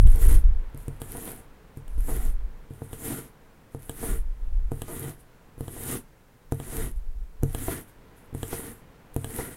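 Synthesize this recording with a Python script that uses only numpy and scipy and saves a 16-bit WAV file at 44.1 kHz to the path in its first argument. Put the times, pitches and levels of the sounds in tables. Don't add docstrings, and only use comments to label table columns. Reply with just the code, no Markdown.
import sys
import numpy as np
from scipy import signal
from scipy.fft import rfft, irfft
from scipy.io import wavfile
from scipy.ndimage import uniform_filter1d

SR = 44100
rng = np.random.default_rng(int(sys.argv[2]) if len(sys.argv) > 2 else 0)


def dump_mix(stems):
    frames = np.atleast_2d(stems).T
    limited = np.clip(frames, -1, 1)
    pcm = np.round(limited * 32767).astype(np.int16)
    wavfile.write(sys.argv[1], SR, pcm)


N = 421596
TIME = np.arange(N) / SR
SHORT_TIME = np.arange(SR // 4) / SR


def from_db(db):
    return 10 ** (np.asarray(db) / 20)


def rms_one(x):
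    return x / np.sqrt(np.mean(x ** 2) + 1e-20)


def colour(x, spectrum):
    hz, db = np.transpose(spectrum)
    bin_hz = np.maximum(np.arange(len(x) // 2 + 1) * SR / len(x), 1)
    gain = from_db(np.interp(np.log(bin_hz), np.log(hz), db))
    return rms_one(irfft(rfft(x) * gain, len(x)))


def fade(t60):
    return from_db(-60 * SHORT_TIME / t60)


def envelope(start, hold_s, db, rise_db_per_s, fall_db_per_s):
    early_s = np.maximum(start - TIME, 0)
    late_s = np.maximum(TIME - start - hold_s, 0)
    return from_db(db - rise_db_per_s * early_s - fall_db_per_s * late_s)


def flicker(depth_db, rate_hz):
    steps = rng.standard_normal(2000)
    wander = np.interp(TIME * 2 * rate_hz, np.arange(len(steps)), steps)
    return from_db(depth_db * rms_one(wander))


def add(track, start, sound):
    first = max(round(start * SR), 0)
    track[first:first + len(sound)] += sound[:N - first]


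# pitch in Hz, relative level in dB.
HUSH_TONE = [(15, 2.5), (35, 1), (80, -2.5), (135, 2), (230, -4), (380, -7.5), (450, -4), (600, -11.5),
             (780, -11.5), (1030, -11.5), (1150, -15), (1450, -14.5), (2200, -19.5), (4000, -29.5),
             (9000, -50)]
# time in seconds, level in dB.
HUSH_LEVELS = [(0.6, -50), (1.6, -53), (2.6, -53.5), (3.5, -54.5), (4.5, -56), (5.4, -55), (6.3, -57.5),
               (7.2, -59), (8.1, -52.5), (9.0, -52.5)]

def background():
    loudness = from_db(np.interp(TIME, *np.transpose(HUSH_LEVELS)))
    hush = loudness * colour(rng.standard_normal(N), HUSH_TONE)
    return hush + from_db(-68) * rng.standard_normal(N)


# start in seconds, length in seconds, relative strength in dB.
GUSTS = [(0.0, 0.081, 1.5), (0.265, .1, -2.5), (0.463, 0.027, -4.5), (1.988, 0.029, -13.5),
         (2.128, 0.15, -16.5), (2.286, 0.027, -11), (2.432, 0.026, -20), (4.114, .16, -17.5),
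         (4.48, .17, -15), (6.785, 0.41, -22.5), (7.43, 0.13, -24.5)]

def airflow():
    flows = []
    for start, length, db in GUSTS:
        gust = envelope(start, length, db, rise_db_per_s=143, fall_db_per_s=119)
        wake = envelope(start, length, db - 21, rise_db_per_s=143, fall_db_per_s=20)
        flows += [gust, wake]
    for touch, fastest, *_ in STROKES:
        stir = envelope(touch, fastest - touch, db=-41.5, rise_db_per_s=156, fall_db_per_s=30)
        flows.append(stir)
    return np.max(flows, axis=0)


# pitch in Hz, relative level in dB.
BIG_SWIRL_TONE = [(6, -12), (14, -3), (27, 1.5), (40, -7), (48, -7.5), (62, -14), (76, -30), (140, -43),
                  (300, -70), (1000, -105)]
SMALL_SWIRL_TONE = [(20, -10), (55, 0), (72, 0), (130, -22.5), (200, -33), (1000, -96)]

def air_rumble():
    big = signal.hilbert(colour(rng.standard_normal(N), BIG_SWIRL_TONE))
    strength = np.sqrt(uniform_filter1d(np.abs(big) ** 2 / 2, size=SR // 5))
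    flow = airflow()
    rumble = from_db(-7) * flow * big.real / strength
    small = colour(rng.standard_normal(N), SMALL_SWIRL_TONE) * flicker(depth_db=4.7, rate_hz=23)
    return rumble + from_db(-19.5) * flow ** 2 * small


def with_room_echo(sound, t60, echo_db):
    tail = rng.standard_normal(len(SHORT_TIME)) * fade(t60) * (1 - fade(0.038))
    echoes = signal.fftconvolve(sound, tail / np.linalg.norm(tail))[:N]
    return sound + from_db(echo_db) * echoes


def ringing(notes, spread_db):
    out = 0
    for hz, db, t60 in notes:
        gain = from_db(db + spread_db * rng.standard_normal())
        out += gain * fade(t60) * np.sin(2 * np.pi * hz * SHORT_TIME)
    return out


def fibre_slips(per_s, spread_db):
    sizes = from_db(spread_db * np.minimum(rng.exponential(1, N), 5))
    slipping = rng.random(N) < per_s / SR
    return rms_one(slipping * sizes * rng.choice([-1, 1], N))


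def crack(tone, t60):
    burst = colour(rng.standard_normal(len(SHORT_TIME)), tone) * fade(t60)
    return burst / np.abs(burst).max()


# pitch in Hz, relative level in dB, seconds to fade by 60 dB.
TABLE_NOTES = [(97.8, -8, 0.35), (137.7, -1.5, 0.16), (262, -4.5, 0.031), (293, 0.5, 0.04),
               (358, -4, 0.029), (449, -1.5, 0.077), (654, -2.5, 0.03), (756, -9.5, 0.041),
               (898, -18, 0.087), (1214, -13.5, 0.037), (1430, -4.5, 0.016), (1710, -11.5, 0.034),
               (1900, -8, 0.024), (1870, -17.5, 0.0031), (2730, -16, 0.048), (3070, -13, 0.02),
               (3670, -11, 0.015)]

def knock(contact_s, ring_db, rebound_db, rebound_t60):
    push = np.exp(-(SHORT_TIME / contact_s - 2) ** 2)
    ring = from_db(ring_db) * ringing(TABLE_NOTES, spread_db=1.2)
    rebound = from_db(rebound_db) * fade(rebound_t60)
    sound = signal.fftconvolve(push, ring + rebound)[:len(push)] - push
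    return sound / np.abs(sound).max()


def table_murmur():
    slips = fibre_slips(per_s=3500, spread_db=4)
    out = np.zeros(N)
    for note in TABLE_NOTES:
        ring = signal.oaconvolve(slips, ringing([note], spread_db=-1.5))[:N]
        out += ring * flicker(depth_db=3.6, rate_hz=8.6)
    return rms_one(out)


# start in seconds, then paper crack, thud and nail tap levels in dB.
LANDINGS = [(0.745, -39.5, -27, -65), (0.8801, -29, -20, -38), (1.771, -39, -26, -62),
            (1.9789, -57, -28.5, -46), (2.7062, -49, -26, -53), (2.8184, -45, -28, -26.5),
            (3.7464, -37.5, -30.5, -24.5), (4.7171, -31.5, -20.5, -21), (5.5782, -46, -34, -42),
            (5.6066, -30.5, -25, -25.5), (6.521, -24.5, -19.5, -15.5), (7.4264, -45, -29, -31),
            (7.432, -22, -9, -22), (8.327, -51, -28, -50), (8.3474, -32, -22.5, -28),
            (9.1622, -20, -20.5, -17.5)]

def hand_landings():
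    out = np.zeros(N)
    for start, crack_db, thud_db, tap_db in LANDINGS:
        thud = knock(contact_s=0.00083, ring_db=-35.5, rebound_db=-41, rebound_t60=0.032)
        tap = knock(contact_s=0.00025, ring_db=-31, rebound_db=-54, rebound_t60=0.01)
        add(out, start, from_db(thud_db) * thud)
        add(out, start + 0.00095, from_db(tap_db) * tap)
        add(out, start + 0.0017, from_db(crack_db) * crack(PAPER_TONE, t60=0.0054))
    return out


# pitch in Hz, relative level in dB, seconds to fade by 60 dB.
NEEDLE_NOTES = [(1214, -10, 0.048), (1653, -0.5, 0.026), (3010, -4.5, 0.03), (3300, -0.5, 0.019),
                (3670, 0, 0.0074), (7900, 3, 0.011), (8250, 0.5, 0.017), (13700, 1, 0.0077)]
# start in seconds, then crack, knock and ring levels in dB.
CLICKS = [(0.0712, -35, -27, -42), (1.0166, -28.5, -22.5, -42.5), (1.879, -43.5, -40, -56),
          (2.93, -34.5, -25, -44), (3.8945, -27, -21.5, -37.5), (4.8182, -26, -22, -39),
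          (5.68, -37, -24, -45), (6.5996, -36, -22, -43), (7.547, -25, -18, -36), (8.43, -28, -18.5, -36),
          (9.2437, -27.5, -21.5, -37)]

def needle_clicks():
    out = np.zeros(N)
    for start, crack_db, knock_db, ring_db in CLICKS:
        add(out, start + 0.001, from_db(crack_db) * crack(PAPER_TONE, t60=0.014))
        light_knock = knock(contact_s=0.00024, ring_db=-29.5, rebound_db=-24, rebound_t60=0.012)
        add(out, start + 0.001, from_db(knock_db) * light_knock)
        add(out, start + 0.0007, from_db(ring_db) * ringing(NEEDLE_NOTES, spread_db=0.4))
    return out


# pitch in Hz, relative level in dB.
SNAP_TONE = [(3000, -32), (6000, -12), (9000, -2), (12000, 12), (16000, -26)]
# start in
# seconds, peak level in dB.
SNAPS = [(0.159, -24.5), (0.2518, -18), (0.776, -32), (1.1205, -20.5), (1.2544, -29), (1.318, -25),
         (2.166, -22), (4.996, -23), (5.8366, -24), (6.7565, -27), (7.7645, -31), (8.5874, -30),
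         (9.1437, -30)]

def fibre_snaps():
    out = np.zeros(N)
    for start, db in SNAPS:
        add(out, start, from_db(db) * crack(SNAP_TONE, t60=0.0035))
    return out


# start in seconds, first slip's peak in dB, drop per slip in dB.
SNAGS = [(0.153, -35, 0.8), (0.249, -32, 2.5), (1.151, -27.5, 2.1), (1.18, -30, 3), (2.084, -25.5, .4),
         (4.029, -23, 1.5), (4.882, -29.5, 0.5), (4.93, -33, 2), (5.765, -33, 1.2), (6.731, -31, 2),
         (7.6825, -15.5, 4), (8.529, -20, 2.5), (9.388, -20.5, 1.5)]

def stroke_snags(slip_count=11, mean_gap_s=0.0036):
    out = np.zeros(N)
    for start, db, drop_db in SNAGS:
        slip = knock(contact_s=0.00024, ring_db=-34, rebound_db=-31.5, rebound_t60=0.018)
        gaps = mean_gap_s * rng.uniform(0.5, 1.5, size=slip_count)
        for k, delay in enumerate(np.cumsum(gaps) - gaps[0]):
            add(out, start + delay, from_db(db - drop_db * k) * slip)
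    return out


# pitch in Hz, relative level in dB.
PAPER_TONE = [(2470, -5), (4200, -9.5), (4750, -11), (5370, -10.5), (8170, -0.5), (9250, 5), (11400, 5),
              (15000, -5), (16000, -11.5)]

def paper_hiss():
    slips = fibre_slips(per_s=14000, spread_db=-1)
    catches = from_db(-9) * fibre_slips(per_s=210, spread_db=5)
    spectrum = rfft(slips + catches)
    bin_hz = np.arange(N // 2 + 1) * SR / N
    centres_hz = np.linspace(6000, 15000, 8)
    hiss = np.zeros(N)
    for one_band in np.eye(len(centres_hz)):
        band = irfft(spectrum * np.interp(bin_hz, centres_hz, one_band), N)
        hiss += band * flicker(depth_db=2, rate_hz=18)
    return colour(hiss, PAPER_TONE)


# start in seconds, length in seconds, level in dB.
GRAZES = [(-0.005, 0.035, -49), (0.782, 0.047, -57), (0.865, 0.12, -65), (1.774, 0.0073, -60),
          (1.897, 0.069, -65), (3.722, 0.045, -64), (5.201, 0.0072, -59), (6.968, .008, -64),
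          (7.886, 0.0067, -57), (8.173, 0.017, -61), (8.21, .04, -69), (8.8, 0.012, -72)]

def finger_grazes():
    return sum(envelope(start, length, db, rise_db_per_s=682, fall_db_per_s=445)
               for start, length, db in GRAZES)


def stroke_shape(touch, fastest, peak, lift, swell_db_per_s, jump_db, ease):
    t = np.arange(round(touch * SR), round(lift * SR)) / SR
    below_peak_db = swell_db_per_s * np.maximum(peak - t, 0)
    below_peak_db += jump_db * np.clip((fastest - t) / 0.05, 0, 1)
    slowing = np.clip((t - peak) / (lift - peak), 0, 1)
    out = np.zeros(N)
    add(out, touch, from_db(-below_peak_db) * np.cos(np.pi / 2 * slowing) ** ease)
    return out


# pitch in Hz, relative level in dB.
SHEET_TONE = [(60, -28), (130, 4.5), (300, 11), (460, 2), (600, -11), (1100, -7.5), (2000, -28),
              (2500, -21.5), (3600, -16.5), (5000, -51), (8000, -37)]
RASP_TONE = [(900, -14), (1300, -4), (1420, 3), (1650, -4), (1900, 2.5), (2100, -2), (2300, -7),
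             (3000, -28)]
# the times in seconds of touch, fastest motion, hardest press and lift, then
# relative hiss level in dB, swell in dB per second, jump in dB, relative murmur and rasp levels in dB.
STROKES = [(0.061, 0.245, 0.277, 0.45, -35, 22, 8, -36.5, -47),
           (1.001, 1.208, 1.287, 1.482, -42.0, 34, 4, -42.5, -55.5),
           (1.978, 2.094, 2.162, 2.385, -40.5, 119.5, 5, -40.0, -52),
           (2.7, 3.053, 3.091, 3.333, -36.5, 69, 7, -37, -52.5),
           (3.79, 4.048, 4.098, 4.243, -36.5, 85, 4, -38.5, -49),
           (4.711, 4.977, 5.016, 5.204, -41, 74, 0.0, -39.5, -51.5),
           (5.587, 5.884, 5.918, 6.043, -35, 67, 2.5, -36, -51.5),
           (6.513, 6.762, 6.813, 6.957, -39, 67, 3.5, -38, -49),
           (7.424, 7.676, 7.723, 7.884, -38.5, 91, -1, -39, -48),
           (8.34, 8.53, 8.587, 8.84, -39.5, 79, 1.5, -40.5, -51),
           (9.138, 9.366, 9.413, 9.62, -39, 98, 0.5, -39, -48.5)]

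def finger_strokes():
    hiss_gain, murmur_gain, rasp_gain = np.zeros((3, N))
    for touch, fastest, hardest, lift, hiss_db, swell, jump_db, murmur_db, rasp_db in STROKES:
        speed = stroke_shape(touch, fastest, fastest, lift, swell, jump_db, ease=2.12)
        pressure = stroke_shape(touch, fastest, hardest, lift, 0.86 * swell, jump_db, ease=2.64)
        hiss_gain += from_db(hiss_db + 0.35) * speed
        murmur_gain += from_db(murmur_db) * pressure
        rasp_gain += from_db(rasp_db - 0.5) * pressure
    hiss = (hiss_gain + finger_grazes()) * paper_hiss()
    table = from_db(0.74) * table_murmur()
    sheet = from_db(-1) * colour(fibre_slips(per_s=4000, spread_db=6), SHEET_TONE)
    rasp = colour(fibre_slips(per_s=1500, spread_db=-1), RASP_TONE) * flicker(depth_db=0.57, rate_hz=12)
    grip = flicker(depth_db=1.32, rate_hz=16)
    return grip * (hiss + murmur_gain * (table + sheet) + rasp_gain * rasp)


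def scene():
    hand = finger_strokes() + hand_landings() + needle_clicks() + fibre_snaps() + stroke_snags()
    mix = with_room_echo(hand, t60=0.15, echo_db=-12) + air_rumble() + background()
    return mix[None]


def record(dry, ceiling=0.85, cutoff_hz=15900):
    rounded = ceiling * np.tanh(dry / ceiling)
    low_pass = signal.ellip(10, 0.1, 80, cutoff_hz, fs=SR, output="sos")
    return signal.sosfilt(low_pass, rounded)


dry = scene()
out = record(dry)
dump_mix(out)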